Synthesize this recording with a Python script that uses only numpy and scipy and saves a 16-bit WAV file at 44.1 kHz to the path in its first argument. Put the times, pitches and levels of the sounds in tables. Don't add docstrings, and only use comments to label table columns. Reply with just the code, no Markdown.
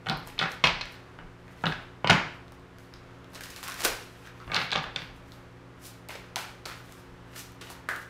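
import sys
import numpy as np
from scipy import signal
from scipy.fft import rfft, irfft, next_fast_len
from scipy.io import wavfile
from scipy.ndimage import map_coordinates

SR = 44100
rng = np.random.default_rng(int(sys.argv[2]) if len(sys.argv) > 2 else 0)


def bounce(signal):
    frames = np.transpose(np.atleast_2d(signal))
    limited = np.clip(frames, -1, 1)
    pcm = np.round(limited * 32767).astype(np.int16)
    wavfile.write(sys.argv[1], SR, pcm)


def invert_db(level):
    return 10 ** (np.asarray(level, dtype=float) / 20)


N = 356769
LENGTH = 2 ** 15


def unit(x):
    return x / np.sqrt(np.mean(x ** 2) + 1e-20)


def along(points, hz):
    f, v = np.transpose(points)
    return np.interp(np.log(hz + 1), np.log(f + 1), v)


def curves(rows):
    s, *columns = np.transpose(rows)
    return [np.interp(np.arange(N) / SR, s, column) for column in columns]


def wobble(rate):
    knots = rng.standard_normal(int(N * rate / SR) + 4)
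    return map_coordinates(knots, [np.arange(N) * rate / SR])


def swells(rows, span_db=25):
    t = np.arange(N) / SR
    power = 0
    for s, db, rise, fall in rows:
        drop_db = span_db * np.maximum((s - t) / rise, (t - s) / fall)
        power = power + invert_db(2 * (db - drop_db))
    return np.sqrt(power)


def coloured(x, spectrum):
    m = next_fast_len(len(x) + 8192)
    gain = invert_db(along(spectrum, np.fft.rfftfreq(m, 1 / SR)))
    return unit(irfft(rfft(x, m) * gain, m)[:len(x)])


def causal(gain):
    cepstrum = irfft(np.log(gain + 1e-6))
    half = len(cepstrum) // 2
    cepstrum[1:half] *= 2
    cepstrum[half + 1:] = 0
    return np.exp(rfft(cepstrum))


def resonance(f, hz, width):
    return 1j * f * width / (hz * hz - f * f + 1j * f * width)


# delay_s, level_db
WALLS = [(.009, -9), (0.014, -26), (0.018, -12), (0.023, -8.5), (0.03, -7.5)]
# band_hz, t60_s
DECAY = [(100, 0.092), (300, 0.48), (1000, 0.49), (3000, 0.51), (6000, 0.46), (12000, 0.39)]
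# band_hz, level_db
FURNISHING = [(100, -2), (170, -0.5), (230, -3), (400, 2.5), (1200, -1.5), (3000, -3), (4500, -3),
              (7000, -6), (12000, -9.5)]


def room(tail_db, walls_db, onset):
    hz, t, z = signal.stft(rng.standard_normal(LENGTH), SR, nperseg=256)
    tail_levels = along(FURNISHING, hz)[:, None] - 60 * t / along(DECAY, hz)[:, None]
    tail = signal.istft(z * invert_db(tail_levels), SR, nperseg=256)[1][:LENGTH]
    tail *= 1 - np.exp(-(np.arange(LENGTH) / SR / onset) ** 2)
    early = np.zeros(LENGTH)
    early[0] = 1
    for (s, db), luck_db in zip(WALLS, rng.normal(0, 1, len(WALLS))):
        early[round(s * SR)] = invert_db(db + walls_db + luck_db)
    return rfft(early), invert_db(tail_db) * rfft(tail) / np.linalg.norm(tail)


# band_hz, level_db
FACING = [(150, 5.5), (600, 4), (1800, -1), (3500, 4), (6000, 3), (12000, 0)]


def contacts(table, colour, modes, low, ms, gain_db, tail_db):
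    out = np.zeros(N + LENGTH)
    f = np.fft.rfftfreq(LENGTH, 1 / SR)
    t = np.arange(1024) / SR
    beam = causal(invert_db(along(FACING, f)))
    ring_in_room = 0.22
    for s, db, hz, low_db, crisp_db, edge_db in table:
        rattle_ms = ms * invert_db(0.33 * (db + 23) - 0.13 * (crisp_db + 13))
        u = 1000 * t / rattle_ms
        rattle = rfft(u * np.exp(-u) * rng.standard_normal(len(t)))
        rattle = irfft(rattle / (np.abs(rattle) + 1e-9) ** 0.39)
        rattle *= (u < 12) * np.exp(-u / 2.05)
        rattle = rfft(rattle / np.linalg.norm(rattle), LENGTH)
        ringing = sum(invert_db(top_db + 0.58 * rng.standard_normal()) * resonance(f, mode_hz, width)
                      for mode_hz, width, top_db in modes)
        body = causal(invert_db(along(colour(hz, low_db, crisp_db, edge_db), f)))
        early, tail = room(tail_db - 0.081 * (crisp_db + 12.5), walls_db=-5.5, onset=0.0032)
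        diffuse = np.abs(rattle) ** 0.4 * tail
        heard = rattle * (early - 1 + beam) * (1 + ringing) + diffuse * (1 + ring_in_room * ringing)
        sound = irfft(body * heard + invert_db(low_db) * low(f) * (early + tail))
        sound[-2048:] = 0
        direct_peak = np.abs(irfft(body * rattle * beam * (1 + ringing))).max()
        out[round(s * SR):][:LENGTH] += invert_db(db + gain_db) * sound / direct_peak
    return out[:N]


# pitch_hz, level_db (rms)
HUM = [(59.2, -65), (70.0, -63), (118.4, -54), (177.6, -58.5), (269.2, -59.5), (360.7, -61), (446.8, -71),
       (495.3, -66.5)]
# band_hz, level_db (per Hz)
AIR = [(15, -37), (25, -10), (117, -3), (190, -11), (223, -11.5), (270, -10), (309, -9.5), (489, -10.5),
       (714, -14), (1040, -13.5), (1330, -14), (1650, -16.5), (2000, -19), (12500, -47.5), (16000, -52)]


def background():
    t = np.arange(N) / SR
    hum = 0
    for hz, db in HUM:
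        line = np.sin(2 * np.pi * hz * t + 1.17 * wobble(7))
        hum = hum + invert_db(db + 3 + 0.8 * wobble(4)) * line
    air_level = invert_db(-51.5 + 0.68 * wobble(4.85))
    return hum + air_level * coloured(rng.standard_normal(N), AIR)


# loudest_s, rumble_db, fade_s
PUSHES = [(.13, -49.5, .9), (.67, -42, 0.48), (1.25, -49, 0.17), (1.67, -48, .4), (2.12, -41, .33),
          (2.95, -55, 0.45), (3.42, -52, 0.071), (3.87, -43, 0.17), (4.48, -44, 0.25), (4.78, -49, 1),
          (5.1, -54, .6), (6.67, -58, .5), (7.12, -56, 0.16), (7.46, -58, .22)]


def push():
    swell_s, still_db = 0.075, -67
    level = np.hypot(invert_db(still_db), swells([(s, db, swell_s, fade) for s, db, fade in PUSHES]))
    rumble = [(12, -47), (25, 4), (60, -4), (110, -35), (300, -120)]  # (Hz, dB)
    return level * coloured(rng.standard_normal(N), rumble)


# pitch_hz, width_hz, level_db
DESK = [(110, 36, -3), (159.6, 25.5, 6), (433, 300, -15.5)]


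def desk_boom(f):
    modes = sum((-1) ** k * invert_db(db) * resonance(f, hz, width) for k, (hz, width, db) in enumerate(DESK))
    return invert_db(0.5) * modes / (1 + 1j * f / 900) ** 2


def clack(hz, low_db, crisp_db, edge_db):
    return [(200, -30), (290, -22), (450, -9), (0.73 * hz, -4), (hz, 0),
            (3100, crisp_db / 3 - 2.5), (3800, 0.82 * crisp_db), (5000, crisp_db),
            (7200, edge_db + 14), (11000, edge_db), (16000, edge_db - 19)]


# start_s, peak_db, clack_hz, thump_db, crispness_db
SQUARING = [(0.0605, -27, 1150, -18, -23), (0.0673, -17, 1220, 3, -31), (0.0868, -18, 980, 5, -26),
            (0.0995, -17.5, 1200, 10.5, -25), (0.1105, -18, 900, -2, -55), (0.3795, -26, 2500, -3, -20),
            (0.3925, -12, 2600, -1, -11), (0.3970, -13.5, 1900, 1, -18), (0.4130, -12, 1470, 9.5, -27),
            (0.4200, -19, 1900, -6, -13), (0.4255, -11.5, 1700, -11, -19), (0.4375, -13.5, 2020, -8, -21),
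            (0.4570, -18, 1600, -11, -31)]
DROP = [
    (0.6389, -2.5, 1110, 8, -9),
    (0.6415, -1, 1900, -3, -9),
    (0.6440, -4.5, 2930, -2, -16),
    (0.6535, -9, 1700, -4, -5),
    (0.6600, -15, 1000, -9, -14),
    (0.6705, -6.5, 2500, -17, -9),
    (0.8105, -16.5, 2240, -22, -5),
    (0.8145, -17.5, 1900, -6, -1),
]
CUT = [
    (1.188, -27.5, 1300, 11, -30),
    (1.6378, -11, 1290, 11, -47),
    (1.6562, -12.5, 2840, 8, -10),
    (1.667, -11.5, 1500, 0, -20.5),
    (1.7215, -18, 1400, -3, -16),
    (1.7245, -20, 2600, -12, -12),
]
SECOND_HALF = [
    (2.0437, -9, 1000, 6.5, -31),
    (2.0725, -6.5, 2730, 4.1, -12),
    (2.0961, -3.5, 1500, 11.5, -17.5),
    (2.0985, -1, 1090, 4.3, -18),
    (2.1069, -2.5, 2060, 10.7, -17.5),
    (2.1088, -4.5, 1860, 2.9, -26),
]
RESQUARING = [(4.4775, -28, 1150, 12, -27), (4.4978, -27, 1019, -17, -58), (4.5171, -16, 2340, 5, -17),
              (4.5200, -19.5, 1200, -1, -31), (4.5350, -16.5, 1400, 0, -37), (4.5525, -16.5, 1630, 3, -39),
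              (4.5650, -9, 2060, -5, -21), (4.5765, -19, 1500, -14, -31), (4.6142, -15.5, 2400, 2, -17),
              (4.7200, -18, 2600, 12, -8), (4.7235, -15.5, 2600, 3, -14), (4.7270, -13, 1250, -14, -28),
              (4.7420, -22, 1800, -7, -15), (4.7540, -13.5, 900, 1.5, -34.5), (4.7680, -19.5, 900, 15, -12),
              (4.8406, -20.5, 1570, -19, -19), (4.9603, -11.5, 2800, -0.5, -9.5),
              (5.0189, -24, 1390, 9, -13)]
# pitch_hz, width_hz, level_db (over the clack)
NEAR_SPOT = [(768, 16, 15.5), (1460, 130, 11), (1900, 34, 7), (2210, 50, 8), (2560, 33, 10), (3030, 60, 5),
             (3480, 60, 12), (4200, 100, 9)]
HARD_SPOT = [(534, 110, 2.3), (975, 49, 7.9), (1660, 59, 3.3), (2200, 120, 3.1), (2565, 44, 16),
             (2800, 69, 4.4), (3200, 67, 8.4), (4210, 36, 7.1)]
LEFT_SPOT = [(556, 64, 7.3), (740, 20, 3.6), (900, 44, 3), (1370, 40, 3), (1500, 50, 12), (1630, 68, 11.5),
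             (2580, 50, 5), (2920, 81, 4), (3400, 54, 9.6), (4300, 81, 4.9)]
RIGHT_SPOT = [(584, 130, 3.8), (1000, 64, 1.7), (1465, 59, 8.8), (2190, 25, 4.1), (2610, 36, 3.66),
              (2870, 42, 7.2), (3050, 200, 2.2), (4300, 50, 2.7)]
LATE_SPOT = [(782, 14, 3.2), (1212, 22, 2.9), (1470, 39, 4.3), (1644, 50, 8.8), (2250, 52, 7.8),
             (2770, 87, 2.4), (3500, 140, 8.2), (4200, 140, 5)]


def taps():
    out = 0
    for knocks, modes in [(SQUARING, NEAR_SPOT), (DROP, HARD_SPOT), (CUT, LEFT_SPOT),
                          (SECOND_HALF, RIGHT_SPOT), (RESQUARING, LATE_SPOT)]:
        edged = [(*row, -34 + 0.61 * row[-1]) for row in knocks]
        out = out + contacts(edged, clack, modes, desk_boom, ms=0.85, gain_db=-4, tail_db=-1)
    return out


def click(hz, low_db, crisp_db, over_db):
    return [(300, -38), (0.5 * hz, -19), (0.85 * hz, -5), (hz, 0), (1.32 * hz, -9),
            (1.65 * hz, over_db), (1.95 * hz, over_db - 15), (16000, over_db - 32)]


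# start_s, peak_db, click_hz, overtone_db
TIPS = [
    (0.0680, -40, 7300, -30),
    (0.0980, -33, 9100, -30),
    (0.2725, -38, 7360, -12),
    (0.3905, -34, 9300, -30),
    (0.3925, -13, 3870, -21),
    (1.6380, -29, 4400, -1),
    (4.5460, -26, 9000, -20),
    (4.7168, -25, 6840, -20),
    (4.9603, -27, 5500, -10),
]
# start_s, peak_db, click_hz, overtone_db
CORNERS = [(0.087, -18, 3600, -18), (0.0973, -10.5, 4200, -36), (0.3905, -9, 3500, -24),
           (0.43, -20, 4000, -18), (1.6112, -42, 3600, -8), (1.6664, -11, 3600, -42), (2.1, -7, 4200, -1.5),
           (2.1062, -8, 3500, 0), (4.5265, -38, 3900, -17), (4.5352, -34, 3900, -5),
           (4.5425, -18, 3800, -12), (4.545, -9, 4200, -18), (4.5634, -9, 3930, -28),
           (4.6185, -25, 4500, -12), (4.7063, -21, 3580, -20), (4.7168, -11, 4000, -11),
           (4.731, -11, 3560, -29), (4.733, -23, 4200, -4), (4.7586, -8.5, 3670, -18),
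           (4.7780, -21, 4300, -28), (6.3588, -16.5, 4200, -3), (6.371, -32, 4200, -12),
           (6.6546, -23, 4300, -20), (6.6580, -26, 4300, -14)]


def corners(table):
    clicks = [(s, db, hz, 0, -12, over_db) for s, db, hz, over_db in table]
    return contacts(clicks, click, [], np.zeros_like, ms=0.28, gain_db=-4, tail_db=-5)


# band_hz, level_db (per Hz)
HISS = [(1760, -11), (3000, -1), (3220, -4), (5670, -1), (6900, -2), (11400, -4.5), (16000, -7.5)]
# band_hz, level_db (per Hz)
BODY = [(200, -28), (700, -9.5), (1500, -2), (3000, -6.5), (6000, -18), (12000, -41)]
# loudest_s, hiss_db, swell_s, fade_s, body_db (over the hiss)
STROKES = [(0.097, -55, 0.049, 0.034, -11), (0.187, -74, .09, 0.071, -9), (0.287, -55, 0.06, 0.1, 2.5),
           (0.412, -65.5, 0.03, 0.059, 33.5), (0.526, -56, 0.083, 0.038, 0), (0.656, -53, 0.016, 0.051, 2),
           (0.93, -67, 0.2, .12, 10.5), (1.669, -64.5, 0.3, 0.2, 6), (2.108, -52, 0.02, 0.11, 8),
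           (2.532, -83, .3, .1, -2.5), (2.801, -69.5, .04, 0.23, 5), (4.268, -61.5, 0.12, 0.068, 6),
           (4.417, -67, 0.076, 0.11, 8.5), (4.557, -52.5, 0.028, 0.021, 26.5),
           (4.632, -56.5, 0.25, 0.048, -6), (4.727, -71, 0.18, .14, -2.5), (4.837, -60, .03, 0.025, 11),
           (5.041, -64.5, 0.18, 0.093, -3), (5.325, -61.5, .115, 0.15, -8), (5.854, -46, 0.051, 0.096, -12),
           (6.932, -62.5, 0.32, 0.29, -1), (7.335, -67.5, 0.12, 0.17, 9.5), (7.362, -46, 0.027, 0.085, -7),
           (7.396, -43, 0.063, 0.044, -15), (7.43, -57, .1, 0.11, -12), (1.83, -69, 0.048, .05, -10),
           (2.35, -74, .06, .06, -10), (7.713, -50.5, 0.067, 0.075, -6), (8.02, -55, .08, 0.069, -16),
           (5.17, -68, .06, .06, -10)]
# start_s, hiss_db, body_db (over the hiss)
SKIDS = [
    (6.105, -53.5, 8.5),
    (6.369, -48, 6.5),
    (6.667, -50, 3.5),
    (7.62, -54.5, 5.5),
    (7.893, -50.5, -10),
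]
# time_s, hiss_db
FLOW = [
    (3.285, -85),
    (3.345, -62),
    (3.39, -63),
    (3.601, -65),
    (3.739, -66),
    (3.775, -54),
    (3.81, -41.5),
    (3.828, -46),
    (3.84, -36.5),
    (3.853, -32),
]


def slide():
    skid_swell_s, skid_fade_s = 0.0058, 0.18
    flow_body_db, flow_fade_s = 0.4, 0.084
    start, (end, end_db) = FLOW[0][0], FLOW[-1]
    rubs = STROKES + [(s, db, skid_swell_s, skid_fade_s, body_db) for s, db, body_db in SKIDS]
    rubs += [(end, end_db, 1 / SR, flow_fade_s, flow_body_db), (end + flow_fade_s, -61.5, flow_fade_s, 0.71, 4.5)]
    rubs += [(s, db - 28, skid_swell_s / 4, 0.12, 1.5) for s, db, *_ in RIFFLE]
    sample = np.arange(N)
    flow = invert_db(curves(FLOW)[0]) * (sample < end * SR) * (sample > start * SR)
    hiss = np.hypot(flow, swells([row[:4] for row in rubs]))
    body_rubs = [(s, db + body_db, rise, fall) for s, db, rise, fall, body_db in rubs]
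    body = np.hypot(flow * invert_db(flow_body_db), swells(body_rubs))

    def catches(depth_db):
        return invert_db(depth_db * wobble(600) + 2.4 * wobble(40)) * rng.standard_normal(N)

    dry = invert_db(2) * (hiss * coloured(catches(1.6), HISS) + body * coloured(catches(4.4), BODY))
    return signal.fftconvolve(dry, irfft(sum(room(-5, walls_db=-9, onset=0.0058))))[:N]


def snap(hz, low_db, crisp_db, edge_db):
    beside_db = 0.27 * crisp_db
    return [(200, low_db - 12), (420, low_db), (0.66 * hz, low_db / 2 - 4.5), (0.73 * hz, beside_db), (hz, 0),
            (1.29 * hz, beside_db), (1.3 * hz, crisp_db / 2), (5200, crisp_db),
            (11000, edge_db), (16000, edge_db - 4)]


def puffed(table, puff_db):
    return [(s, db, hz, puff_db + 0.37 * crisp_db, crisp_db, edge_db) for s, db, hz, crisp_db, edge_db in table]


# start_s, peak_db, pocket_hz, crispness_db, edge_db
STRAYS = [(0.1723, -35, 1430, -16, 3), (0.2731, -29.5, 850, -21, -14), (0.2005, -37, 2300, -8, -25),
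          (0.3007, -33, 2200, -12, -24), (0.5180, -27, 1608, -9, -16), (0.8556, -27, 1570, -16, -29),
          (0.9227, -40, 1460, -13.5, -6), (1.4803, -38.5, 1970, -22, -36), (1.6712, -34, 3000, -6, -6),
          (1.6795, -36, 3000, -4, -8), (1.7165, -40, 3000, -6, -6), (1.7335, -43, 3000, -2, -8),
          (2.481, -40.5, 1433, -7, -22), (2.521, -36, 1050, -20, -22), (2.596, -48, 3000, -6, -6),
          (2.7849, -40, 870, -13, -16), (2.9383, -32, 1370, -2, -22), (3.036, -58, 3000, -1, -13),
          (3.1071, -61, 1020, -32, -42), (3.187, -54, 3000, -8, -7), (3.244, -39.5, 3360, -9, -19),
          (3.304, -48, 3000, -6, -2), (3.342, -36, 3000, 0, -6), (3.348, -28.5, 3000, 1, -3),
          (4.4010, -35, 1280, -31, -52), (5.32, -36, 4210, -9, -20), (4.025, -34.5, 2997, 7, -10),
          (6.923, -32.5, 3000, 1, 3)]
RIFFLE = [(3.334, -35, 980, -24, -23), (3.408, -26, 1700, -15, -16), (3.4105, -33, 1700, -21, -12),
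          (3.436, -26.5, 1470, -6, -8), (3.4390, -31, 3000, 6, -16), (3.4420, -36, 2000, -4, -20),
          (3.456, -35, 4000, -2, -18), (3.5015, -33, 2980, 2, -10), (3.5040, -29, 3000, 3, -6),
          (3.505, -35, 3000, 2, -10), (3.512, -44, 3000, -2, -2), (3.562, -24, 2600, 5, -4),
          (3.629, -23.5, 1040, -15, -20), (3.6360, -28, 3000, 0, 0), (3.639, -23, 1510, -3, -8),
          (3.654, -35, 1480, -30, -30), (3.6790, -23, 1380, -2, -8), (3.683, -23, 1370, -24, -19),
          (3.6987, -26.5, 1740, -9, -12), (3.7100, -30, 2600, -12, -25), (3.7200, -24, 1400, -3, -12),
          (3.742, -27.5, 1420, -9, -7), (3.7761, -31, 1340, -1, -7)]
CLOSING = [(3.7817, -29, 2090, 0, -6), (3.7997, -27, 1600, 3, 2), (3.8055, -19.5, 2020, -3, -7),
           (3.8190, -23, 2600, -2, -4), (3.834, -34, 1450, -16, -16), (3.8437, -19, 1854, -2, 0),
           (3.8320, -25, 2000, -2, -7), (3.8375, -19, 2000, -4, -9), (3.8490, -8.5, 1290, -5, -3.5),
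           (3.8545, -14, 2650, -6, -5), (3.8530, -12, 1300, -7, -13)]
OVERHAND = [
    (5.8679, -29, 1540, -6, 14),
    (6.087, -27, 3030, -4, -2.5),
    (7.52, -42, 3050, -15, -7),
    (7.701, -26, 950, -24, -21),
    (7.8877, -13.5, 1600, -31, -32),
    (7.9611, -26.5, 1370, -24, -20),
]
FULL_CATCH = [
    (6.3588, -15.5, 1870, -8, -9.5),
    (6.3655, -19.5, 825, -17, -32),
    (6.3695, -24, 1320, -19, -27),
]
LIGHT_CATCH = [
    (6.6580, -27, 1300, -24, -24),
    (6.6660, -33, 615, -17, -28),
    (6.6810, -36, 1700, -13, -30),
]
LANDINGS = [
    (3.3514, -32.5, 1597, -9, -21),
    (6.0897, -32, 2250, -22, -27),
    (6.1513, -32.5, 2260, -7, -24),
    (6.655, -33, 2300, -3, -10),
    (7.6105, -34, 1140, -5, -15),
]
# pitch_hz, width_hz, level_db
FULL_HOLLOW = [(490, 150, 2), (1000, 60, 3), (1320, 60, 3), (2120, 80, 7.4), (3230, 73, 4), (4370, 100, 4)]
LIGHT_HOLLOW = [(608, 100, 12), (1280, 60, 3), (2070, 60, 3), (2550, 80, 3), (4300, 200, 4)]


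def flicks():
    overhand_puff_db = -8
    cards = puffed(STRAYS, -11) + puffed(RIFFLE, -13) + puffed(CLOSING, 6.5) + puffed(OVERHAND, overhand_puff_db)
    out = contacts(cards, snap, [], np.zeros_like, ms=0.97, gain_db=-2.5, tail_db=-1)
    for catch, hollow in [(FULL_CATCH, FULL_HOLLOW), (LIGHT_CATCH, LIGHT_HOLLOW)]:
        caught = puffed(catch, overhand_puff_db)
        out = out + contacts(caught, snap, hollow, np.zeros_like, ms=0.77, gain_db=-1, tail_db=-2)
    landed = puffed(LANDINGS, 6.5)
    return out + contacts(landed, snap, [], np.zeros_like, ms=8.5, gain_db=0.5, tail_db=-0.5)


# start_s, peak_db, pitch_hz, t60_s
THUMPS = [
    (0.644, -36, 75, .2),
    (2.10, -35, 85, .2),
    (4.476, -33, 60, 0.12),
    (4.567, -35, 95, .1),
    (7.9, -58, 60.5, .3),
]


def thumps():
    out = np.zeros(N)
    for s, db, hz, t60 in THUMPS:
        t = np.maximum(np.arange(N) / SR - s, 0)
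        rise = 1 - np.exp(-t / 0.0029)
        out += invert_db(db - 60 * t / t60) * np.sin(2 * np.pi * hz * t) * rise
    return out


def scene():
    quiet_room = background() + push()
    desk = taps() + corners(TIPS) + corners(CORNERS)
    cards = slide() + flicks()
    return (quiet_room + desk + cards + thumps())[None]


def roll_off(x):
    return signal.sosfilt(signal.butter(12, 16660, fs=SR, output="sos"), x)


# band_hz, level_db
MICROPHONE = [(20, -2), (14500, 0.5), (15600, -4), (16100, -34), (16700, -85), (20000, -100)]


def record(dry):
    m = next_fast_len(N + 8192)
    response = invert_db(along(MICROPHONE, np.fft.rfftfreq(m, 1 / SR)))
    heard = irfft(rfft(dry, m) * response, m)[:, :N]
    heard = heard / (1 + np.abs(heard / 0.66) ** 4) ** (1 / 4)
    return roll_off(heard)


dry = scene()
out = record(dry)
bounce(out)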